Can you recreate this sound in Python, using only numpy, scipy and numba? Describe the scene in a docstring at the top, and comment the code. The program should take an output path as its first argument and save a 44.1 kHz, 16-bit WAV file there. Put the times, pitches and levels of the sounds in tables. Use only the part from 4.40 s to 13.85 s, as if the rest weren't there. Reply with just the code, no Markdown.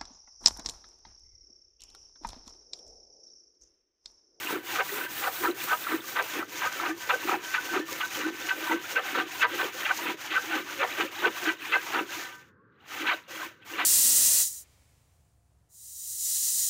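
"""A cow is milked by hand into a steel pail, a phone close by; a quiet farmyard hum lies under it. A few drops
lead each squirt, then the jet hisses as noise and drums on the ringing wall, two hands taking turns. It plunges
through the froth in a swarm of sine bubbles; the air in the pail booms, large air pockets gulp out short
pitched tones and now and then a lone small drop blips. After a pause near 8 s the last squirts come slower."""
import sys
import numpy as np
from scipy import signal
from scipy.fft import rfft, irfft, next_fast_len
from scipy.io import wavfile
from scipy.ndimage import uniform_filter1d
from numba import njit

SR = 44100
rng = np.random.default_rng(int(sys.argv[2]) if len(sys.argv) > 2 else 0)


def dump(signal):
    """Clip the signal to [-1, 1] and save it as 16-bit WAV at the path in sys.argv[1]."""
    limited = np.clip(np.atleast_2d(signal).T, -1, 1)
    pcm = np.round(limited * 32767).astype(np.int16)
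    wavfile.write(sys.argv[1], SR, pcm)


N = 416744

# squeezes of a teat, hands alternating; levels relative:
# start_s, length_s, fade_db_per_s, hiss_db, mist_above_hiss_db, drum_db
SQUIRTS = [(-0.068, 0.2, 150, -37, 10.5, -25.5), (0.206, 0.16, 142, -33, 6, -26),
           (0.39, 0.26, 253, -39.5, 14.5, -27), (0.655, 0.19, 117, -36, 9.5, -30.5),
           (0.872, 0.2, 246, -37, 11.5, -27.5), (1.119, 0.12, 82, -33, 9, -28),
           (1.304, 0.25, 177, -38.5, 8.5, -29), (1.589, 0.19, 200.5, -35.5, 6, -30),
           (1.747, 0.25, 180, -35.5, 3, -28.5), (2.056, 0.19, 71, -32.5, -3, -27.5),
           (2.261, 0.23, 211, -33.5, -4, -28), (2.522, 0.24, 129.5, -33.5, -3, -30),
           (2.742, 0.2, 160, -34, -0.5, -27), (2.975, 0.19, 124, -32.5, -5.5, -29.5),
           (3.166, 0.21, 203, -32.5, -6, -27), (3.427, 0.15, 74, -33, -0.5, -28),
           (3.645, 0.21, 192, -31.5, -3.5, -26), (3.884, 0.2, 203, -34, -2, -27.5),
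           (4.096, 0.26, 206, -35, 3, -24.5), (4.366, 0.19, 128, -34.5, 0, -27),
           (4.585, 0.21, 152, -32.5, -0.5, -23.5), (4.842, 0.18, 220.0, -33.5, -5, -26.5),
           (5.037, 0.25, 278, -34.5, 1, -23.5), (5.297, 0.074, 80, -30, -2.5, -23),
           (5.507, 0.21, 368, -33.5, 0.5, -24.5), (5.744, 0.2, 89, -34, -7, -28),
           (5.962, 0.23, 260.0, -33.5, -3, -24.5), (6.21, 0.2, 102, -33, -6.5, -27),
           (6.41, 0.24, 208, -34.5, -2.5, -25.5), (6.683, 0.054, 67, -33, -1, -24),
           (6.895, 0.23, 374, -33.5, -3, -25), (7.16, 0.22, 454, -36.5, -2, -26),
           (7.352, 0.26, 229.5, -35, -1.5, -26), (7.637, 0.18, 111, -33, -7, -27),
           (8.447, 0.3, 214, -35.5, -3.5, -27), (8.853, 0.2, 233, -37.5, -2, -29),
           (9.225, 0.26, 297, -36.5, -4, -28)]
# jets breaking through the froth; levels relative:
# start_s, length_s, level_db, growth_start_to_end_db, bubble_pitch_hz, boom_pitch_hz, boom_db
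PLUNGES = [(0.072, 0.11, -33, 10, 1570, 336, -30.5), (0.342, 0.08, -24.5, 4.5, 1517, 493, -49.5),
           (0.56, 0.066, -35, 6, 1720, 356, -39.5), (0.816, 0.078, -25, 4, 1380, 470, -44),
           (1.021, 0.085, -27.5, -4, 1370, 357, -29), (1.271, 0.08, -26, 3, 1466, 457, -52),
           (1.464, 0.11, -32.5, -6, 1435, 318, -33.5), (1.752, 0.067, -23.5, 3, 1396, 496, -42),
           (1.939, 0.099, -30.5, -7, 1340, 325, -32), (2.209, 0.066, -25, 7, 1468, 480, -58),
           (2.389, 0.13, -29.5, 4, 1384, 334, -35.5), (2.689, 0.064, -22, -1.5, 1400, 513, -37),
           (2.872, 0.091, -25, -4, 1470, 345, -28), (3.137, 0.068, -25, -14, 1676, 474, -50),
           (3.328, 0.066, -24, -5, 1270, 350, -27), (3.598, 0.063, -27.5, -6, 1680, 457, -62),
           (3.789, 0.12, -32.5, -8, 1490, 328, -33.5), (4.083, 0.055, -27.5, -8, 1720, 470, -58),
           (4.294, 0.05, -28.5, -11, 1250, 330, -33), (4.551, 0.055, -24.5, -9, 1588, 490, -38),
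           (4.738, 0.081, -27.5, 6, 1560, 328, -30.5), (5.01, 0.06, -23.5, -3.5, 1772, 490, -38),
           (5.183, 0.07, -25, -1, 1550, 383, -34), (5.448, 0.088, -26, -4.5, 1745, 470, -68),
           (5.642, 0.067, -27.5, 15, 1820, 324, -33.5), (5.905, 0.087, -24, -2.5, 1755, 470, -57),
           (6.102, 0.095, -29, 2, 1697, 332, -35), (6.388, 0.064, -21.5, 5, 1440, 515, -43),
           (6.576, 0.059, -23.5, 1, 1760, 342, -32.5), (6.823, 0.068, -22, -4, 1397, 350, -30),
           (7.041, 0.067, -26, 19, 1853, 358, -34), (7.316, 0.053, -20.5, 5, 1700, 464, -41.5),
           (7.529, 0.095, -26.5, -7, 1450, 330, -30.5), (8.563, 0.11, -34, 11, 1780, 315, -39),
           (8.667, 0.079, -22.5, -9, 1742, 494, -49), (9.377, 0.061, -25, 1, 1790, 330, -40)]


def undb(db):
    """Gain of a level in dB."""
    return 10 ** (np.asarray(db) / 20)


def level(x, db):
    """Scale to an rms level in dB."""
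    return x * undb(db) / np.sqrt(np.mean(x ** 2))


def colour(x, points):
    """Shape a spectrum by (hz, db) points, interpolated over log frequency."""
    size = next_fast_len(N)
    hz, db = np.transpose(points)
    f_hz = np.arange(size // 2 + 1) * SR / size + 1  # +1 avoids log(0)
    gain = undb(np.interp(np.log(f_hz), np.log(hz), db))
    return irfft(rfft(x, size) * gain, size)[:N]


def ring(x, hz, width_hz):
    """One resonance, gain 1 at its centre."""
    return signal.lfilter(*signal.iirpeak(hz, hz / width_hz, SR), x)


def walk(rate_hz):
    """Random levels held 1 / rate_hz and slewed twice; spread near 1."""
    hold = int(SR / rate_hz)
    held = np.repeat(rng.standard_normal(N // hold + 1), hold)
    slewed = uniform_filter1d(uniform_filter1d(held, hold), hold)
    return 1.3 * slewed[:N]


def drops(scatter_db):
    """Dense droplets of uneven size: noise with a random level per sample."""
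    return rng.standard_normal(N) * undb(scatter_db * rng.standard_normal(N))


@njit
def bubbles(start, hz, gain, cycles, glide, length):
    """Each bubble is a sine that swells in half a cycle and decays over some cycles while its pitch climbs."""
    out = np.zeros(length)
    for k in range(len(start)):
        step = 2 * np.pi * hz[k] / SR
        span = int(5 * cycles * SR / hz[k])
        for i in range(min(span, length - start[k])):
            age = i * hz[k] / (SR * cycles)  # in decay times
            shape = np.exp(-age) - np.exp(-age * 2 * cycles)
            out[start[k] + i] += gain[k] * shape * np.sin(step * i * (1 + glide * age))
    return out


def pail(x, ring_db, steel_db, wander_db):
    """Wall modes ring on top of the direct sound, each wavering as the jet lands elsewhere; bare steel rings longer."""
    # wall modes, levels relative: pitch_hz, width_hz, level_db, long_ring_db
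    wall_modes = [(488, 16, -9.5, -15.5), (775, 72, -7, -23), (974.3, 35, -6.5, -0.5),
                  (1206, 85, -8.5, -6.5), (1336, 85, -12, -16), (1532, 55, -5, 3.5), (1781, 34, -13, -1),
                  (1971, 40, -11.5, -8), (2187, 22, -12, -15), (2368, 49, -10.5, -24), (2600, 25, -8, -18),
                  (2860, 24, -16, -30)]
    steel_q = 190
    out = x
    for hz, width_hz, db, long_db in wall_modes:
        struck = x * undb(wander_db * walk(13))
        short_ring = undb(ring_db + db) * ring(struck, hz, width_hz)
        long_ring = ring(struck * undb(steel_db + long_db), hz, hz / steel_q)
        out = out + short_ring + long_ring
    return out


def pressure(level_db, sag_db_per_s, linger, lead_db):
    """Gain over time of all squirts: drops lead, the jet rises, sags while the hand closes, then dies away."""
    land_s = 0.025  # the stream needs this long to reach the pail
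    splat, splat_s = 0.071, 0.004  # share of strength landing at once, its build-up
    rise_s, lead_s = 0.086, 0.022  # pressure build-up; run of the leading drops
    rest_s, slow_start = 0.48, 0.12  # a longer gap between squirts starts softly: s of build-up per s beyond it
    tail_s, tail_fade_db_per_s = 0.27, 349  # after this long the tail of a squirt fades faster, by this much
    start_s, length_s, fade_db_per_s = np.array(SQUIRTS)[:, :3, None].transpose(1, 0, 2)
    t = np.arange(0, N + 64, 64) / SR
    age_s = np.maximum(t - start_s, 0)
    gap_s = np.diff(start_s, axis=0, prepend=start_s[:1])
    soft_s = slow_start * np.maximum(gap_s - rest_s, 0)

    db = level_db[:, None] - sag_db_per_s * np.minimum(age_s, length_s)
    db = db - linger * np.abs(fade_db_per_s) * np.maximum(age_s - length_s, 0)
    db = db - tail_fade_db_per_s * np.maximum(age_s - length_s - tail_s, 0)

    first_splat = splat * np.clip((age_s - land_s) / (splat_s + soft_s) + .5, 0, 1)
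    build = (1 - np.exp(-np.maximum(age_s - land_s, 0) / rise_s)) ** 1.315
    lead = undb(lead_db) * np.exp(np.minimum(t - start_s, 0) / (lead_s + soft_s / 2))
    strength = (first_splat + build + lead) * undb(db)
    total = np.sqrt(np.sum(strength ** 2, axis=0))  # squirts add in power
    return np.interp(np.arange(N) / SR, t, total)


def fizz(count=7000):
    """Small bubbles of every pitch form wherever the stream meets the froth."""
    when, pitch, size = rng.random((count, 3)).T
    hz = 500 * 8.0 ** pitch
    gain = (1 - .999 * size) ** -.36 * np.sqrt(hz / 1500)
    return bubbles((when * N).astype(np.int64), hz, gain, 12.5, 0.012, N)


def jets():
    """Spray hiss and mist come straight from the stream; drops and small bubbles drum on the pail."""
    # drumming before the wall rings: freq_hz, level_db
    drum_colour = [(120, -33.5), (250, -22), (500, -16.5), (900, -9.5), (1500, -0.5), (3000, -2),
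                   (4500, -15.5), (7000, -45)]
    # drumming's long ring, jets wandering between froth and bare steel: time_s, ring_db
    on_steel = [(0, 9.5), (.9, 2), (1.4, 7), (2.3, 12), (3.3, 10.5), (4.5, 6), (6, -12), (7.6, -14),
                (7.8, 14.5), (8.0, 15), (8.4, 0), (9.45, -1)]
    hiss_colour = [(3000, -6.0), (4500, -2.0), (5200, -1.5), (6600, 2.5),
                   (8000, -9.5), (9500, -11.5), (11000, -14.5), (13000, -7.5)]
    mist_colour = [(1500, 2.0), (2600, -6.0), (3800, 4.5), (5200, 1.0), (8000, 2.5),
                   (11000, -1.0), (13000, 2.5), (14600, 12.5), (16000, 7.5)]
    spray_sag_db_per_s, drum_sag_db_per_s = 49.5, 31  # pressure slackens
    spray_lead_db, drum_lead_db = -39, -24.5  # leading drops
    air_hz = 321  # air column of the pail
    hiss_db, mist_db, drum_db = np.array(SQUIRTS)[:, 3:].T
    patter_db = 1.1 * walk(60)  # the stream breaks up unevenly, in every band at once

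    hiss = level(colour(drops(6.4), hiss_colour), -0.31) * undb(2.08 * walk(35))
    hiss = hiss * pressure(hiss_db, spray_sag_db_per_s, 1, spray_lead_db)
    mist = level(colour(drops(4.9), mist_colour), -0.18) * undb(1.93 * walk(28))
    mist = mist * pressure(hiss_db + mist_db, spray_sag_db_per_s, 1.2, spray_lead_db)  # fades faster
    spray = undb(patter_db) * (hiss + mist)

    beat = level(colour(drops(3.4), drum_colour), -3.5) + level(fizz(), -4.0)
    beat = beat * undb(patter_db + 1.0 * walk(25)) * pressure(drum_db, drum_sag_db_per_s, 1, drum_lead_db)
    air = ring(ring(beat, air_hz, 73.315), air_hz, 150) * undb(3.0 * walk(22))
    steel_db = np.interp(np.arange(N) / SR, *np.transpose(on_steel))
    return spray + undb(-4.5) * pail(beat, 0.4, steel_db, 3.4) + undb(18.0) * air


def plunges(count=320):
    """Bubbles swarm while the jet digs its hole; in narrow holes their pitch drops as they grow."""
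    # froth muffles the smallest and largest bubbles: freq_hz, level_db
    froth_colour = [(150, -48), (400, 10), (700, -0.5), (3000, 0), (4200, -5.5), (8000, -35)]
    narrow_hz = 420  # narrow holes boom above this pitch
    narrow_fall_oct, wide_fall_oct = 1.034, -0.18  # negative: pitch rises
    fall_grows_s = 4.48  # the narrow drop deepens as the froth thickens, up to this time
    splash_share, splash_hz = .15, 3454  # tiny bright bubbles: mean share, median pitch
    start_s, length_s, db, growth_db, mid_hz, boom_hz = np.array(PLUNGES)[:, :6, None].transpose(1, 0, 2)
    deepening = np.minimum(1, start_s / fall_grows_s) ** 2
    fall_oct = np.where(boom_hz > narrow_hz, narrow_fall_oct * deepening, wide_fall_oct)

    place = (np.arange(count) + rng.random((len(PLUNGES), count))) / count
    share = -.06 + 1.1 * place  # a few bubbles lead and trail the burst
    spread = rng.standard_normal(place.shape)
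    size_db = 1.96 * rng.exponential(size=place.shape)

    hz = mid_hz * 2 ** (-fall_oct * (share - .5)) * np.exp((0.33 + 0.145 * place) * spread)
    hz = np.clip(hz, 300, 4600)
    is_splash = rng.random(place.shape) < splash_share * (1.5 - place)
    hz = np.where(is_splash, np.minimum(splash_hz * np.exp(.2 * spread), 5000), hz)

    swell = np.minimum(1, 3.8 * np.minimum(1.4 * place, 1 - place))  # quick rise, level top, slower end
    gain = undb(db + growth_db * (share - .5) + size_db) * swell * np.sqrt(length_s * hz / 1500)
    start = np.clip((start_s + share * length_s) * SR, 0, N - 1).astype(np.int64)
    swarm = bubbles(start.ravel(), hz.ravel(), gain.ravel(), 7.0, 0.019, N)
    swarm = swarm * undb(2.7 * walk(90))  # bubbles come in clusters
    return undb(-5.0) * pail(colour(swarm, froth_colour), 11.45, -1.5, 3.8)


def booms():
    """The closing hole gives uneven kicks that pump the resonant air in the pail, each boom at its own pitch."""
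    out = np.zeros(N)
    t = np.arange(int(.4 * SR)) / SR - .2
    for start_s, length_s, _, _, _, hz, db in PLUNGES:
        lag_s = .65 * length_s
        kicks = rng.standard_normal(len(t)) * (rng.random(len(t)) < .006)
        air = ring(ring(kicks, hz, 64.328), hz, 280)
        swell = np.exp(-.5 * (t / (0.013 + 0.38 * length_s)) ** 2)
        air = level(air * swell, db - 12.0)
        at = np.arange(len(t)) + int((start_s + lag_s + t[0]) * SR)
        inside = (at >= 0) & (at < N)
        out[at[inside]] += air[inside]
    return out


def gulps():
    """Large air pockets collapse, each sounding one pitch, mostly near a ring of the pail: a sine swelling
    fast, rising slightly in pitch and dying away."""
    # air pockets, levels relative: peak_s, pitch_hz, level_db, length_s
    gulp_table = [(0.156, 357, -26, 0.01), (0.392, 1248, -19.5, 0.014), (0.394, 1510, -16.5, 0.0061),
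                  (0.395, 481, -30, 0.023), (0.532, 403, -33, 0.033), (0.614, 1520, -22.5, 0.0078),
                  (0.666, 1565, -27.5, 0.0074), (0.835, 816, -31.5, 0.028), (0.871, 1480, -20, 0.0069),
                  (1.075, 1340, -16.5, 0.0062), (1.089, 343, -23, 0.028), (1.315, 1510, -19.5, 0.025),
                  (1.333, 1240, -18, 0.016), (1.545, 327, -21.5, 0.016), (1.793, 1570, -24, 0.013),
                  (1.81, 505, -30, 0.021), (2.243, 1585, -24, 0.012), (2.272, 1250, -25, 0.019),
                  (2.275, 1535, -20.5, 0.0057), (2.509, 318, -28, 0.045), (2.699, 1250, -23, 0.008),
                  (2.741, 505, -28.5, 0.021), (2.742, 1528, -18, 0.011), (2.896, 1270, -24, 0.0059),
                  (2.945, 359, -31, 0.03), (3.186, 1480, -19, 0.011), (3.369, 334, -23, 0.01),
                  (3.408, 308, -31, 0.044), (3.642, 1510, -24.5, 0.025), (3.852, 1494, -24, 0.01),
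                  (3.87, 317, -22, 0.034), (4.115, 1503, -26, 0.019), (4.316, 922, -20, 0.0096),
                  (4.321, 1996, -21, 0.006), (4.343, 329.6, -22, 0.034), (4.568, 1540, -11, 0.0093),
                  (4.569, 2700, -19.5, 0.0053), (4.583, 2034, -27, 0.008), (4.584, 483, -28, 0.022),
                  (4.78, 494, -28, 0.016), (5.016, 2648, -20, 0.01), (5.033, 1513, -15.5, 0.025),
                  (5.035, 1970, -21, 0.0071), (5.248, 484, -25, 0.0066), (5.455, 2760, -23.5, 0.0082),
                  (5.512, 1510, -14.5, 0.0063), (5.942, 1160, -23, 0.0076), (5.944, 2000, -23, 0.014),
                  (5.967, 1523, -21, 0.031), (5.981, 1340, -17, 0.0052), (6.092, 326, -34, 0.034),
                  (6.139, 1516, -20.5, 0.022), (6.147, 321, -26, 0.026), (6.407, 550, -29.5, 0.023),
                  (6.417, 1415, -25, 0.019), (6.418, 2325, -28, 0.013), (6.419, 1760, -29, 0.012),
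                  (6.601, 1510, -26, 0.007), (6.601, 443, -28, 0.008), (6.622, 338, -33, 0.03),
                  (6.851, 1510, -15, 0.015), (6.865, 447, -19, 0.0094), (7.086, 317, -25, 0.028),
                  (7.33, 2640, -22, 0.012), (7.343, 2050, -22.5, 0.019), (7.361, 1550, -21.5, 0.029),
                  (7.558, 1470, -24, 0.0067), (7.695, 1550, -33, 0.012), (8.203, 1090, -62, 0.042),
                  (8.681, 2230, -28, 0.0065), (8.687, 1590, -21, 0.0084)]
    rise, fall = 0.35, 0.5  # time constants, shares of length
    glide_per_s = 1.5  # relative climb in pitch
    out = np.zeros(N)
    t = np.arange(int(.25 * SR)) / SR - .08
    turns = rng.random(len(gulp_table))
    for (peak_s, hz, db, length_s), turn in zip(gulp_table, turns):
        shape = 2 / (np.exp(-t / (rise * length_s)) + np.exp(t / (fall * length_s)))
        tone = np.sin(2 * np.pi * (turn + hz * t * (1 + glide_per_s * t / 2)))
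        at = np.arange(len(t)) + int((peak_s + t[0]) * SR)
        out[at] += undb(db) * shape * tone
    return out * undb(1.9 * walk(110) - 2.5)


def small_drops():
    """Each lone small drop leaves one short pitched blip, a bubble that also rings the wall."""
    # drops, levels relative: start_s, level_db, pitch_hz
    drop_table = [(0.493, -25, 1840), (1.469, -21.5, 1310), (2.027, -24.5, 1270), (2.399, -22, 1270),
                  (2.511, -27, 1650), (4.277, -29, 958)]
    start_s, db, hz = np.transpose(drop_table)
    blip = bubbles((start_s * SR).astype(np.int64), hz, undb(db), 5.5, 0.019, N)
    return pail(blip, 3.0, 0, 0)


def yard():
    """A low outdoor hum of coloured noise; slices of it waver on their own."""
    # hum spectrum: freq_hz, level_db
    yard_colour = [(30, -0.5), (60, -9.5), (105, -0.5), (160, -7), (500, -10), (750, -43), (1100, -21),
                   (1600, -18.5), (2000, -37), (3000, -55), (15000, -66.5)]
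    hum = colour(rng.standard_normal(N), yard_colour)
    slices = sum(ring(hum, hz, hz / 6) * undb(4.0 * walk(14)) for hz in 900 * 1.3 ** np.arange(7))
    return undb(walk(3.4)) * level(hum + 1.3 * slices, -60)


def scene():
    """Everything reaches one microphone."""
    return (jets() + plunges() + booms() + gulps() + small_drops() + yard())[None]


def record(dry):
    """The small microphone loses the deep bass and the phone cuts the top."""
    mic_low_hz, top_hz = 92, 15550
    thin = signal.sosfilt(signal.butter(3, mic_low_hz, "high", fs=SR, output="sos"), dry)
    return signal.sosfilt(signal.ellip(12, .2, 80, top_hz, fs=SR, output="sos"), thin)


dry = scene()
out = record(dry)
dump(out)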